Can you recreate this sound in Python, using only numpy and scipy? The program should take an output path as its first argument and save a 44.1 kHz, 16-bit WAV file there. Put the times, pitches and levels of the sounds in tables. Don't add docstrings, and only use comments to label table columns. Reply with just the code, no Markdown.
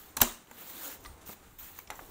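import sys
import numpy as np
from scipy import signal
from scipy.fft import rfft, irfft
from scipy.io import wavfile
from scipy.ndimage import uniform_filter1d

SR = 44100
rng = np.random.default_rng(int(sys.argv[2]) if len(sys.argv) > 2 else 0)


def ratio_of_db(decibels):
    return 10 ** (np.asarray(decibels, float) / 20)


def bounce(signal):
    frames = np.transpose(np.atleast_2d(signal))
    limited = np.clip(frames, -1, 1)
    pcm = np.round(limited * 32767).astype(np.int16)
    wavfile.write(sys.argv[1], SR, pcm)


N = 92610

# hz, level_db
AIR_SPECTRUM = [(12, -12), (20, -29), (55, -6.5), (208, -1), (730, -32), (1210, -5), (3030, -15.5),
                (7190, -18), (15700, -28)]
# start_s, fingertip_hiss_db, palm_drag_db, desk_load_db
HAND_MOVES = [(0, -49, -64, -67), (0.122, -58, -63.5, -65), (0.172, -77, -62, -61), (.44, -72, -68, -75),
              (.53, -57, -64, -71), (.62, -48.5, -60.5, -76), (.74, -51, -61.5, -67),
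              (0.849, -38, -57.5, -71), (0.944, -43, -57.5, -66), (.99, -65, -61, -62.5),
              (1.068, -56, -59.5, -54), (1.22, -71, -63.5, -62), (1.40, -64, -65.5, -64),
              (1.57, -62, -69, -62), (1.84, -103, -66, -67.5), (1.93, -58, -64, -62),
              (2.03, -52.5, -60.5, -58.5), (2.1, -57.5, -59, -60)]
# start_s, rise_s, hold_s, fade_db_per_s, level_db
BRUSH_STROKES = [
    (1.250, 0.028, 0.053, 900, -45),
    (1, .005, 0.0098, 400, -63),
    (.572, 0.009, 0.057, 194, -56),
    (1.582, 0.008, 0.061, 80, -47),
    (1.739, 0.038, 0.0098, 305, -54.5),
    (0.663, 0.031, 0.08, 308, -52),
]
# hz, level_db
HISS_SPECTRUM = [(880, -10.5), (1500, -9), (2600, -12.5), (3490, -11.5), (4690, -12.5), (6550, -13),
                 (9610, -17), (14500, -2), (15700, -3.5)]
# hz, level_db
DRAG_SPECTRUM = [(88, -56), (150, -10.5), (324, -1.5), (700, -7.5), (767, -4), (1110, -8), (1350, -24.5),
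                 (12000, -29), (15600, -63), (22000, -120)]
# peak_s, peak_db, centre_hz, width_octaves, decay_ms
LATCH_CRACKS = [(.1680, -32, 12000, 0.61, 3), (.1700, -29, 2900, 1.9, 3.2), (.1700, -33.5, 7500, .3, 2.8),
                (.178, -50, 14800, .12, 20), (.1720, -40.5, 3980, 3.9, 20.4), (.2050, -31.5, 2000, 1.7, 13),
                (.2050, -41, 6500, 0.35, 6.8), (.2130, -31, 9000, 1, 3.7), (.2140, -25, 13500, 0.39, 1.5),
                (.2155, -17, 13400, 0.19, 2.45), (.2190, -17.5, 14800, .2, 1.8),
                (.2170, -17.5, 7100, 0.42, 3.3), (.2175, -19, 3220, 0.44, 1.6),
                (.2190, -16.5, 1440, 1.46, 2.93), (.2280, -27, 2460, 4.3, 6.9),
                (.2280, -30.5, 790, 0.77, 8.6), (.2310, -28.5, 7060, 0.79, 2),
                (1.7895, -40.5, 1700, 0.98, 3.4), (1.790, -41.5, 11900, 0.073, 1.7),
                (1.789, -42, 15000, .1, 2), (1.790, -48, 6440, .1, 1.3)]
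# pitch_hz, width_hz, level_db
SHELL_MODES = [(900, 250, -13), (1220, 145, -2), (3020, 130, -32), (3890, 180, 2), (5920, 610, 5),
               (7160, 330, 0), (11070, 1600, 1.5), (13100, 960, 10), (15000, 940, 2.5)]
# start_s, peak_db, pitch_hz,
# decay_ms
SHELL_KNOCKS = [(.1690, -32, 1100, 4), (.1692, -32, 1607, 3.9), (.170, -42, 2500, 2.8),
                (.1695, -34.5, 4110, 3), (.1780, -35.5, 900, 5.3), (.2045, -32, 1010, 3.5),
                (.2050, -39, 4000, 4), (.2170, -24, 1640, 2.3), (.2300, -32, 3050, 2.7),
                (.275, -41, 1250, 4), (0.18, -46.5, 253, 14), (.2175, -17.5, 1199, 2.8),
                (.2170, -24, 3800, 2.5), (.2185, -24.5, 588, 3.7), (0.218, -18, 2820, 1.9),
                (.221, -28, 239, 12.2), (.5125, -45, 850, 3), (.5135, -49.5, 2000, 2.6),
                (1.8, -46, 2250, 3), (0.51, -51.5, 239, 22), (1.0592, -45, 1190, 8.7),
                (1.0595, -41, 1980, 3.6), (1.291, -46, 213, 9.5), (1.9025, -33.5, 830, 4.2),
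                (1.913, -39, 900, 4), (1.9199, -39, 940, 2.4), (1.877, -52, 2300, 3),
                (1.992, -34, 860, 1.3)]
# pitch_hz, level_db, t60_s
HOUSING_MODES = [(241.6, -5.5, 0.25), (319, -17, 0.2), (358, -2.5, 0.27), (540.4, -13, 0.21),
                 (647, -6, 0.16), (743, -7, 0.081), (813, -10, .08), (935, 0, 0.074), (973, -6.5, 0.31),
                 (1070, -11, 0.28), (1230, -14, 0.19), (1345, -21, 0.18)]
# hz, level_db
SNAP_TAIL_SPECTRUM = [(150, -17), (240, -5), (600, -7.5), (1200, -5), (3500, -8), (6000, -6), (9000, -9.5),
                      (11000, -14.5), (14800, -3.5), (15600, -5)]
# peak_s, peak_db, centre_hz, width_octaves, decay_ms
FINGER_TAPS = [(.447, -61, 14100, 0.13, 1.7), (0.473, -52.5, 2530, 0.59, 1.3), (.499, -52, 1520, .7, 1.5),
               (.5125, -53, 7200, 0.17, 2.4), (.5125, -51.5, 13600, 0.27, 2.4),
               (0.5129, -44, 900, 1.27, 3.9), (.513, -51, 2230, 0.47, 2.6), (1.054, -60.5, 8660, 0.07, 42),
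               (1.041, -49, 9000, 1.3, 1.7), (1.0485, -44.5, 2180, 1.1, 7.9),
               (1.0598, -55, 2280, 0.35, 1.5), (1.060, -45.5, 4600, 0.17, 3.8),
               (1.2932, -37.5, 660, 1.2, 2.3), (1.213, -56, 1750, 3.6, 29), (1.299, -45, 595, 0.56, 6.4),
               (1.262, -54, 7000, 0.68, 5), (1.588, -50, 14600, .1, 45), (1.873, -58, 7250, .06, 2.2),
               (1.8748, -43, 3900, 0.43, .7), (1.877, -54, 5200, .1, 3), (1.9031, -30.5, 1250, 0.68, 2),
               (1.903, -37.5, 2480, 1.2, 5), (1.904, -42.5, 7160, 0.92, 3.2), (1.910, -44.5, 1000, 1, 31),
               (1.956, -49, 7500, 0.08, 2.4), (1.957, -54, 6200, 0.053, 2.2), (1.993, -42, 1680, 0.57, 4.2),
               (2.011, -44.5, 487, 0.5, 4.5)]
# time_s, pitch_hz, level_db
SQUEAK_GLIDE = [
    (0.829, 277.7, -64),
    (.86, 288.7, -60),
    (0.888, 268, -55),
    (.925, 268, -86),
]
# hz, t60_s
ROOM_DECAY = [(100, 0.54), (2000, 0.36), (6000, 0.53), (15000, 0.19)]
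# hz, level_db
MIC_COLOUR = [(4000, 2), (5200, -2.5), (6200, 2), (6700, 3), (7300, 6), (8200, 3.5), (9000, 6.5),
              (9700, 1.5), (12600, -0.5), (13500, 0), (14100, -0.5), (14800, 2.5), (15400, 1)]


def evened(x):
    return x / np.sqrt(np.mean(x ** 2) + 1e-20)


def read(points, hz):
    f, value = np.transpose(points)
    return np.interp(np.log(hz + 1), np.log(f + 1), value)


def coloured(x, points):
    hz = np.fft.rfftfreq(len(x), 1 / SR)
    below = np.minimum(hz / points[0][0], 1) ** 2
    return irfft(rfft(x) * ratio_of_db(read(points, hz)) * below, len(x))


def wobble(ms):
    size = max(int(ms * SR / 1000), 1)
    once = uniform_filter1d(rng.standard_normal(N), size)
    return evened(uniform_filter1d(once, size))


def patchy(x):
    patch_db = 2.2
    z = signal.stft(x, nperseg=256)[2]
    field = uniform_filter1d(rng.standard_normal(z.shape[::-1]), size=9, axis=0)
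    field = evened(uniform_filter1d(field, size=5, axis=1))
    return signal.istft(z * ratio_of_db(patch_db * field.T), nperseg=256)[1][:len(x)]


def add(mix, s, sound):
    part = mix[round(s * SR):][:len(sound)]
    part += sound[:len(part)]


def still_air():
    level_db = -65 + 1.7 * wobble(23)
    return ratio_of_db(level_db) * evened(coloured(rng.standard_normal(N), AIR_SPECTRUM))


def hands():
    grains_per_s, grain_spread_db = 30000, 0.8
    brush_drag_db = -26.5
    t = np.arange(N) / SR
    s, hiss_db, drag_db, load_db = np.transpose(HAND_MOVES)

    brush = np.zeros(N)
    for start, rise, hold, fade, db in BRUSH_STROKES:
        fading_db = db - fade * np.maximum(t - start - rise - hold, 0)
        brush += ratio_of_db(fading_db) * np.clip((t - start) / rise, 0, 1)

    grain_level = ratio_of_db(grain_spread_db * rng.exponential(1, N))
    grain_hits = rng.random(N) < grains_per_s / SR
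    grit = grain_level * grain_hits * rng.standard_normal(N)
    hiss = evened(patchy(coloured(grit, HISS_SPECTRUM))) * ratio_of_db(0.9 * wobble(3))
    drag = evened(coloured(rng.standard_normal(N), DRAG_SPECTRUM)) * ratio_of_db(1.3 * wobble(6))
    desk_spectrum = [(28, 4.5), (80, -1.0), (160, -13), (400, -36), (1000, -69)]  # hz, level_db
    rumble = evened(coloured(rng.standard_normal(N), desk_spectrum))

    hiss *= ratio_of_db(np.interp(t, s, hiss_db)) + brush
    drag *= ratio_of_db(np.interp(t, s, drag_db)) + ratio_of_db(brush_drag_db) * brush
    rumble *= ratio_of_db(np.interp(t, s, load_db) + 1.5 * wobble(24))
    return hiss + drag + rumble


def bursts(rows, rise_ms):
    t, out = np.arange(4096) / SR, np.zeros(N)
    ms = t * 1000
    hz = np.fft.rfftfreq(4096, 1 / SR) + 1
    for s, db, centre_hz, octaves, decay_ms in rows:
        pink = rfft(rng.standard_normal(4096)) / np.sqrt(hz)
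        bell = np.exp(-.5 * (np.log2(hz / centre_hz) / octaves) ** 2)
        rise = np.minimum(ms / rise_ms, 1) ** 2
        decay = np.exp(-(np.maximum(ms - rise_ms, 0) / decay_ms / 1.21) ** 1.1)
        add(out, s - rise_ms / 1000, .5 * ratio_of_db(db) * evened(irfft(pink * bell)) * rise * decay)
    return out


def shell(x):
    t = np.arange(2048) / SR
    ring = np.zeros(2048)
    for hz, width_hz, db in SHELL_MODES:
        decay = np.exp(-np.pi * max(width_hz, 250) * t)
        ring += ratio_of_db(db) * 2 * np.pi * width_hz / SR * decay * np.cos(2 * np.pi * hz * t)
    return 0.65 * x + signal.oaconvolve(x, ring)[:N]


def latch_cracks():
    return shell(bursts(LATCH_CRACKS, rise_ms=2.2))


def knocks():
    t, out = np.arange(4096) / SR, np.zeros(N)
    for s, db, hz, decay_ms in SHELL_KNOCKS:
        envelope = np.minimum(t / 0.00028, 1) * np.exp(-t * 1000 / decay_ms)
        add(out, s, ratio_of_db(db) * np.sin(2 * np.pi * hz * t) * envelope)
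    return out * ratio_of_db(0.7 * wobble(2.5))


def housing():
    push_s, push_hz, push_db, push_ms = .2125, 84, -26.5, 8.3
    snap_s, modes_db = .2165, -34.5
    boom_hz, boom_db, boom_t60_s = 33, -37.5, 0.25
    snap_tail_db, snap_tail_t60_s, snap_tail_rise_s = -29, 0.35, 0.0088
    t, out = np.arange(SR // 2) / SR, np.zeros(N)

    push = ratio_of_db(push_db) * np.sin(2 * np.pi * push_hz * t)
    push *= np.exp(-(t * 1000 / push_ms) ** 2 / 2) * np.minimum(t / .003, 1)

    modes = np.zeros(len(t))
    for hz, db, t60 in HOUSING_MODES:
        level_db = db - 60 * t / min(t60, .25) + 4.4 * wobble(12)[:len(t)]
        modes += ratio_of_db(level_db) * np.sin(2 * np.pi * hz * t)
    modes *= ratio_of_db(modes_db) * np.minimum(t / 0.013, 1)

    boom = ratio_of_db(boom_db - 60 * t / boom_t60_s) * np.sin(2 * np.pi * boom_hz * t)

    snap_tail = evened(patchy(coloured(rng.standard_normal(len(t)), SNAP_TAIL_SPECTRUM)))
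    snap_tail *= ratio_of_db(1.5 * wobble(0.62)[:len(t)])
    snap_tail *= ratio_of_db(snap_tail_db - 60 * t / snap_tail_t60_s) * np.minimum(t / snap_tail_rise_s, 1) ** 2

    add(out, push_s, push)
    add(out, snap_s, modes + boom + snap_tail)
    return out


def taps():
    return shell(bursts(FINGER_TAPS, rise_ms=0.74))


def squeak():
    s, hz, db = np.transpose(SQUEAK_GLIDE)
    t = np.arange(N) / SR
    pitch_hz = np.interp(t, s, hz) * (1 + 0.029 * wobble(3.2))
    phase = 2 * np.pi * np.cumsum(pitch_hz) / SR
    level_db = np.interp(t, s, db, -120, -120) + 3 * wobble(4)
    second_partial_db = 3
    return ratio_of_db(level_db) * (np.sin(phase) + ratio_of_db(second_partial_db) * np.sin(2 * phase))


def room(x):
    level_db, gap_s = -12, 0.0029
    echo = np.zeros(SR // 2)
    at = np.arange(0, SR // 2 - 20, 12)
    echo[at + rng.integers(0, 12, len(at))] = rng.choice([-1., 1.], len(at))
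    hz, t, z = signal.stft(echo, SR, nperseg=256)
    decay = ratio_of_db(-60 * t / read(ROOM_DECAY, hz)[:, None])
    tail = signal.istft(z * decay, SR, nperseg=256)[1]
    tail *= np.clip(np.arange(len(tail)) / SR / gap_s, 0, 1) ** 2
    return ratio_of_db(level_db) * signal.fftconvolve(x, tail / np.linalg.norm(tail))[:N]


def scene():
    crack_send_db = -9
    air = still_air()
    cracks = latch_cracks()
    near = hands() + knocks() + taps() + squeak()
    echoes = room(near + ratio_of_db(crack_send_db) * cracks)
    return (cracks + near + echoes + housing() + air)[None]


def band_limit(x):
    return signal.sosfilt(signal.butter(12, 16810, fs=SR, output="sos"), x)


def record(dry):
    limit = .7
    edge_hz, skirt_hz, shelf_db = 15800, 45, 53
    hz = np.fft.rfftfreq(N, 1 / SR)
    edge = 1 / (1 + np.exp(np.clip((edge_hz - hz) / skirt_hz, -50, 50)))
    gain = ratio_of_db(read(MIC_COLOUR, hz) - shelf_db * edge)
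    overloaded = limit * np.tanh(dry / limit)
    return band_limit(irfft(rfft(overloaded) * gain, N))


dry = scene()
out = record(dry)
bounce(out)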